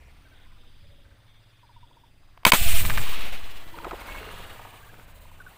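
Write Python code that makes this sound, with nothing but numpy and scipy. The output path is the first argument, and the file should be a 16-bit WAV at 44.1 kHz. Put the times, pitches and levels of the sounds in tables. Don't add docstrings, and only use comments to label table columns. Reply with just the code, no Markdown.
import sys
import numpy as np
from scipy import signal
from scipy.fft import rfft, irfft, next_fast_len
from scipy.io import wavfile
from scipy.ndimage import uniform_filter1d, map_coordinates

SR = 44100
rng = np.random.default_rng(int(sys.argv[2]) if len(sys.argv) > 2 else 0)


def put_to_file(sound):
    columns = np.atleast_2d(sound).T
    safe = np.clip(columns, -1, 1)
    whole_steps = np.round(safe * 32767)
    wavfile.write(sys.argv[1], SR, whole_steps.astype(np.int16))


def gain_from_decibels(decibels):
    exponent = np.asarray(decibels, float) / 20
    return 10 ** exponent


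N = 245637
TIME = np.arange(N) / SR

BLOCK_SAMPLES, FIRST_SPLICE_SAMPLE = 5160, 2022
JUMP_MS, SPLICES = 62.1, 47
CHANCE = rng.standard_normal(SPLICES)
SHOT_PLAYED_S = 2.4505


def splices():
    # splice number, slip/ms
    set_slips = [(13, 2.7), (14, -.08), (15, -.95), (16, 3.48), (17, -1.66), (18, 2.63), (19, 5.11),
                 (20, -1.12), (21, -5.44), (22, 1.13), (23, -13.08), (24, 1.46), (25, -13.36), (26, .91),
                 (32, -3.34), (33, -6.94), (34, -4.53), (39, -1.2), (40, -6.97), (41, -.95), (42, -2.19),
                 (43, -8.76), (46, -2.04), (47, -1.74)]
    mean_slip_ms, slip_spread_ms = -1.5, 2.5
    slip_ms = mean_slip_ms + slip_spread_ms * CHANCE
    number, set_ms = np.transpose(set_slips)
    slip_ms[number.astype(int) - 1] = set_ms
    back = np.round((JUMP_MS * np.arange(1, SPLICES + 1) + slip_ms) * SR / 1000).astype(int)
    return FIRST_SPLICE_SAMPLE + BLOCK_SAMPLES * np.arange(SPLICES), np.append(0, back)


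def live(played_s):
    at, back = splices()
    return played_s - back[np.searchsorted(at / SR, played_s)] / SR


def paced(rows):
    played_s, value = np.transpose(rows)
    share = JUMP_MS * SR / 1000 / BLOCK_SAMPLES
    live_s = played_s - share * (played_s + (BLOCK_SAMPLES / 2 - FIRST_SPLICE_SAMPLE) / SR)
    return np.interp(TIME, live_s, value)


def swell(start_s, db, rise_s, fall_db_per_s, hold_s=0):
    t = TIME - start_s
    fall_db = fall_db_per_s * np.clip(t - rise_s - hold_s, 0, 1)
    return np.clip(t / rise_s, 0, 1) ** 2 * gain_from_decibels(2 * (db - fall_db))


def unit(x):
    return x / np.sqrt(np.mean(x ** 2) + 1e-20)


def wobble(rate_hz):
    return map_coordinates(rng.standard_normal(N // 100), [TIME * rate_hz])


def coloured(x, points):
    size = next_fast_len(N + 8192)
    hz, db = np.transpose(points)
    log_hz = np.log(np.fft.rfftfreq(size, 1 / SR) + 1)
    gain_db = np.interp(log_hz, np.log(hz + 1), db, -120, -120)
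    return unit(irfft(rfft(x, size) * gain_from_decibels(gain_db), size)[:N])


def patchy(patch_db):
    z = signal.stft(rng.standard_normal(N), nperseg=256)[2]
    field = uniform_filter1d(rng.standard_normal(z.shape), size=4, axis=0)
    field = uniform_filter1d(field, size=8, axis=1)
    return signal.istft(z * gain_from_decibels(patch_db * unit(field)), nperseg=256)[1][:N]


def glide(t, hz, bend, length_s, rise):
    u = np.clip(t / length_s, 0, None)
    start_hz = 2 * hz / (1 + bend)
    tone = np.sin(2 * np.pi * start_hz * t * (1 + (bend - 1) * u / 2))
    return tone * (1 - np.exp(-u / rise)) * np.exp(-u ** 2 * 2.37)


def tones(table, rise):
    out, t = np.zeros(N), TIME[:SR // 10]
    for played_s, db, hz, bend, length_s in table:
        out[round(live(played_s) * SR):][:len(t)] += gain_from_decibels(db) * glide(t, hz, bend, length_s, rise)
    return out


def shore():
    # f/Hz, level/dB
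    leaf_points = [(88, -46), (150, -36.5), (250, -10), (391, -16.5), (832, -15.5), (2610, -18.5),
                   (3140, -20), (4760, -26.5), (6000, -35), (7800, -77), (13200, -120)]
    air_points = [(2940, -28), (5000, -12), (5510, -37), (5990, -7.5), (6930, -13.5), (8380, -8),
                  (13300, -15), (14900, -7), (16000, -18)]
    leaves_db, air_db, lull_db, lull_s = -64.5, -76.5, 5, 0.31
    extra_db = lull_db * np.exp(-TIME / lull_s)
    leaves = gain_from_decibels(leaves_db + extra_db) * coloured(patchy(2.65), leaf_points)
    return leaves + gain_from_decibels(air_db + extra_db) * coloured(patchy(1.5), air_points)


def insects():
    # from t_played/s, to t_played/s, f/Hz, width/Hz, level/dB
    bouts = [(0.117, 1.24, 3510, 420, -66.5), (1.04, 2.24, 3460, 270, -71), (0.29, 1.3, 4870, 290, -79),
             (0.94, 2.8, 4840, 240, -77)]
    out = np.zeros(N)
    for start, end, hz, width, db in bouts:
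        u = np.clip((TIME - live(start)) / (live(end) - live(start)), 0, 1)
        flicker = gain_from_decibels(db + 3.2 * wobble(29.4))
        band = [(hz - 2 * width, -25), (hz - width / 2, 0), (hz + width / 2, 0), (hz + 2 * width, -25)]
        out += np.sin(np.pi * u) * flicker * coloured(patchy(1.25), band)
    return out


def wind():
    # f/Hz, level/dB
    buffet_points = [(4.7, -29.5), (8.0, 0.5), (16, -2.5), (59, -15), (81, -12.5), (190, -26.5), (246, -36),
                     (300, -29), (390, -64), (660, -120)]
    # t_played/s, buffet level/dB
    breeze = [(0, -49), (.3, -51), (.95, -51), (1.2, -54.5), (1.9, -57), (2.3, -52.5), (5.2, -53.5),
              (5.57, -49)]
    # t after shot/s, level/dB, rise/s, fall/(dB/s)
    wake_rows = [(0.051, -25, 0.047, 65), (.3, -43.5, 0.059, 9.5), (.62, -44.5, 0.1, 33)]
    # t after shot/s, pressure/full scale
    puff = [(0, 0), (.006, -.075), (.02, -.08), (.048, -.025), (.094, .22), (.12, .28), (.142, .28),
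            (.16, .18), (.2, -.085), (.233, -.19), (.27, -.21), (.45, -.06), (.63, 0)]
    jolt_times = [.0943, .116]
    jolt_size, jolt_rise_s, jolt_fade_s = .2, .006, .04
    shot_s = live(SHOT_PLAYED_S)
    after_s = TIME - shot_s
    wake_power = sum(swell(shot_s + s, db, rise_s, fall) for s, db, rise_s, fall in wake_rows)
    strength = np.sqrt(gain_from_decibels(paced(breeze)) ** 2 + wake_power) * gain_from_decibels(2.94 * wobble(19))
    buffet = strength * coloured(rng.standard_normal(N), buffet_points)
    push = np.interp(after_s, *np.transpose(puff))
    for s in jolt_times:
        rise = np.clip((after_s - s) / jolt_rise_s, 0, 1)
        push += jolt_size * rise * np.exp(-abs(after_s - s) / jolt_fade_s)
    return buffet + uniform_filter1d(push, size=60)


def far_calls():
    # t_played/s, level/dB, middle f/Hz, end/start pitch, length/s
    calls = [(.245, -60, 2250, .95, 0.022), (.25, -55.5, 1505, 0.88, 0.06), (.462, -57, 1010, .9, .018),
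             (1.05, -58, 1540, .9, 0.019), (1.629, -51, 918, 0.79, 0.034), (1.762, -46.5, 938, 0.88, 0.025),
             (1.968, -50, 925, 0.89, .02), (5.401, -38, 1460, 0.86, 0.022), (5.402, -49, 1110, 0.94, .014),
             (5.421, -47, 1530, 0.76, 0.0077)]
    return tones(calls, rise=0.098)


def held():
    # from t_played/s, to t_played/s, start f/Hz, end/start pitch, level/dB
    held_rows = [(.8, 1.17, 560, 1, -69), (1.05, 2.1, 113, .97, -60), (2.64, 2.9, 700, .9, -47.5),
                 (3.6, 3.76, 1980, 1, -60), (4.07, 4.2, 2200, 1, -52), (4.07, 4.33, 1670, 1, -56),
                 (4.15, 4.45, 2800, 1, -57), (4.4, 5.3, 105, .97, -57)]
    out = np.zeros(N)
    for start, end, hz, bend, db in held_rows:
        u = np.clip((TIME - live(start)) / (live(end) - live(start)), 0, 1)
        turns = np.cumsum(hz * bend ** u) / SR
        level = gain_from_decibels(db + 3 + 4 * wobble(40)) * np.sin(np.pi * u) ** .5
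        out += level * np.sin(2 * np.pi * turns + .8 * wobble(40))
    return out


def gun():
    # f/Hz, level/dB, t60 after contact/s (before the loss that grows with f)
    modes = [(706, -14.5, 0.085), (1029, -2.5, 0.0061), (1484, -10.5, .02), (2054, -15.5, .015),
             (2250, -1.5, 0.022), (2506, -3.5, 0.012), (3100, -3.5, .015), (3620, -8, 0.013),
             (4330, -14.5, .012), (4560, -8.5, .01), (7400, -11.5, 0.014), (8350, -10.5, .02)]
    # t_played/s, level/dB, tilt/(dB/octave), contact/s, crack level re blow/dB
    blows = [(2.375, -36, -6, 0.0022, -22), (2.4509, -2.5, 2.5, 0.005, -7),
             (2.4657, -12.5, -1, 0.0041, -14)]
    muzzle_db = -1.5
    out, t = np.zeros(N), TIME[:SR // 5]
    for played_s, db, tilt_db, contact_s, crack_db in blows:
        free_s = np.clip(t - contact_s, 0, None)
        ring = np.zeros(len(t))
        for hz, mode_db, t60_s in modes:
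            level_db = mode_db + tilt_db * np.log2(hz / 1000) - 60 * free_s / t60_s - 1.16 * hz * t
            ring += gain_from_decibels(level_db) * np.sin(2 * np.pi * hz * t)
        crack = gain_from_decibels(crack_db - 60 * t / 0.017) * rng.standard_normal(len(t))
        blow = gain_from_decibels(db) * (ring + crack) * (1 - np.exp(-t / 0.0005))
        out[round(live(played_s) * SR):][:len(t)] += blow
    u = t / .00015
    rebound = .13 * np.sin(2 * np.pi * 190 * t) * gain_from_decibels(-60 * t / .05)
    push = (1 - u) * np.exp(-u / 1.9) - rebound
    out[round(live(blows[-1][0]) * SR):][:len(t)] += gain_from_decibels(muzzle_db) * push
    return out


def grains(count, hz, spread, cycles, scatter_db):
    when, pitch, size = rng.random(count), rng.standard_normal(count), rng.standard_normal(count)
    f = (hz * np.exp(spread * pitch))[:, None]
    t = np.arange(700) / SR
    rows = gain_from_decibels(scatter_db * size)[:, None] * glide(t, f, 1.163, cycles / f, 0.3)
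    index = (when * N / 2).astype(int)[:, None] + np.arange(len(t))
    return np.bincount(index.ravel(), rows.ravel(), N) / np.sqrt(np.sum(rows ** 2) / (N / 2))


def strengths(wet):
    # (level/dB, fall/(dB/s))
    leak = (0.0012, 0.013), [(-26.5, 899), (-35.5, 898), (-30.5, 901.5)]
    blast = (0.0144, 0.003), [(-17, 660), (-20, 380), (-18, 410)]
    jet = (.03, .125), [(-42.5, 250), (-31, 174), (-29.5, 111)]
    seep = (0.15, 0.11), [(-51, 31), (-67, 51), (-51, 46)]
    # t_played/s, level/dB
    stirring = [(2.8, -58), (2.95, -46), (3.12, -41), (3.25, -43), (3.47, -50.5), (3.72, -52.5),
                (3.98, -45.5), (4.2, -42.5), (4.36, -45), (4.53, -47), (4.87, -55), (5.13, -57.5),
                (5.38, -59.5), (5.57, -57.5)]
    # t_played/s, level/dB, rise/s, fall/(dB/s)
    gulp_rows = [(2.861, -35.5, 0.041, 300), (3.801, -41.5, 0.055, 260), (5.46, -64.5, 0.031, 150)]
    spray_db, foam_db = 5.5, -3
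    mist_db, mist_follows = -56.5, 0.65
    shot_s = live(SHOT_PLAYED_S)
    gas = np.zeros((3, N))
    for (after_s, hold_s), bands in (leak, blast, jet, seep):
        gas += [swell(shot_s + after_s, db, .002, fall, hold_s) for db, fall in bands]
    stir_db = paced(stirring) - 99 * (TIME < shot_s)
    fizz_db = stir_db + spray_db + (foam_db - spray_db) * wet
    hiss_db = mist_db + mist_follows * (stir_db + 46.5)
    water = gain_from_decibels([stir_db, fizz_db, hiss_db]) ** 2
    gulps = sum(swell(live(s), db, rise_s, fall) for s, db, rise_s, fall in gulp_rows)
    return np.sqrt(gas + water + gulps * [[1], [0], [0]])


def rush():
    # f/Hz, level/dB
    gurgle_points = [(150, -2.5), (330, -4.5), (660, -2), (1200, 0), (1800, -4.5), (3000, -17.5)]
    fizz_points = [(1000, -31), (1800, -7), (2700, -3), (3800, -7), (5000, -17.5), (7000, -24)]
    hiss_points = [(3500, -7), (5500, -11), (7000, -4), (8500, -0.5), (10000, -5), (11500, -3.5),
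                   (13000, -4.5), (15300, 3), (16000, -14)]
    entry_live_s, thrash_live_s = 1.36, 1.8
    wet = np.clip((TIME - entry_live_s) / (thrash_live_s - entry_live_s), 0, 1) ** 2
    low, middle, high = strengths(wet)
    bubbles = grains(count=1600, hz=816, spread=0.545, cycles=21.8, scatter_db=2.5)
    drops = grains(count=3000, hz=2586, spread=0.335, cycles=18.0, scatter_db=7)
    gurgle = coloured(patchy(1.8), gurgle_points) * (1 - .25 * wet) + .6 * wet * bubbles
    fizz = coloured(patchy(1.2), fizz_points) * (1 - 0.21 * wet) + 0.4 * wet * drops
    hiss = coloured(patchy(1.8), hiss_points) * gain_from_decibels(1.66 * wet * wobble(70))
    flutter_db = 0.91 * wobble(44.85)
    return gain_from_decibels(flutter_db) * (low * gurgle + middle * fizz + high * hiss)


def slaps():
    # t_played/s, level/dB, middle f/Hz, t60/s
    slap_rows = [(2.898, -14, 1600, .014), (2.9045, -24, 2200, .02), (2.915, -28, 1800, .025),
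                 (3.845, -33, 1600, .025), (3.868, -34, 600, .04), (4.593, -36, 750, .04),
                 (4.928, -46, 550, .04), (4.941, -45, 1150, .025)]
    out, t = np.zeros(N), TIME[:SR // 10]
    for played_s, db, hz, t60_s in slap_rows:
        band = signal.butter(2, [hz / 1.7, hz * 1.7], "band", fs=SR)
        burst = unit(signal.lfilter(*band, rng.standard_normal(len(t))))
        envelope = gain_from_decibels(db - 60 * t / t60_s) * (1 - np.exp(-t / 0.0006))
        out[round(live(played_s) * SR):][:len(t)] += envelope * burst
    return out


def plops():
    # t_played/s, level/dB, middle f/Hz, end/start pitch, length/s
    plop_rows = [(2.8985, -23.5, 1484, 0.68, 0.0042), (2.9035, -18, 1750, 2, 0.0038),
                 (3.721, -47, 346, 1.2, 0.086), (3.74, -36.5, 935, 0.96, 0.022),
                 (3.845, -26.5, 1280, 0.99, 0.013), (3.852, -29, 760, 0.78, 0.0072),
                 (3.866, -29.5, 383, 1.44, 0.014), (3.875, -31, 650, 2.3, 0.0117),
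                 (4.088, -36, 1620, 1.02, 0.012), (4.21, -40.5, 466, 1.38, 0.042),
                 (4.228, -32, 1870, 4.5, 0.0076), (4.445, -45, 2900, 1, 0.014),
                 (4.593, -41, 900, 1.08, 0.015), (4.597, -43.5, 655, 0.82, 0.014),
                 (4.669, -42, 1154, 1.53, 0.012), (4.827, -47, 1680, 1.2, 0.033),
                 (4.87, -49.5, 1220, 1.17, 0.024), (5.254, -46, 935, 0.72, 0.0075)]
    return tones(plop_rows, rise=.08)


def scene():
    bank = shore() + insects() + wind() + far_calls() + held()
    water = rush() + slaps() + plops()
    return (bank + gun() + water)[None]


def roll_off(x):
    return signal.sosfilt(signal.butter(12, 16380, fs=SR, output="sos"), x)


def record(dry):
    low_pass = signal.ellip(8, .3, 40, 15550, fs=SR, output="sos")
    x = np.clip(signal.sosfilt(low_pass, dry[0]), -1, 1)
    fade = 352
    at, back = splices()
    n = np.arange(N)
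    block = np.searchsorted(at - fade // 2, n, "right")
    fade_in = np.clip((n - at[block - 1] + fade // 2) / fade, 0, 1)
    new = np.where(block > 0, fade_in, 1)
    current = x[abs(n - back[block])]
    previous = x[abs(n - back[np.maximum(block - 1, 0)])]
    slow = new * current + (1 - new) * previous
    return roll_off(slow[None])


dry = scene()
out = record(dry)
put_to_file(out)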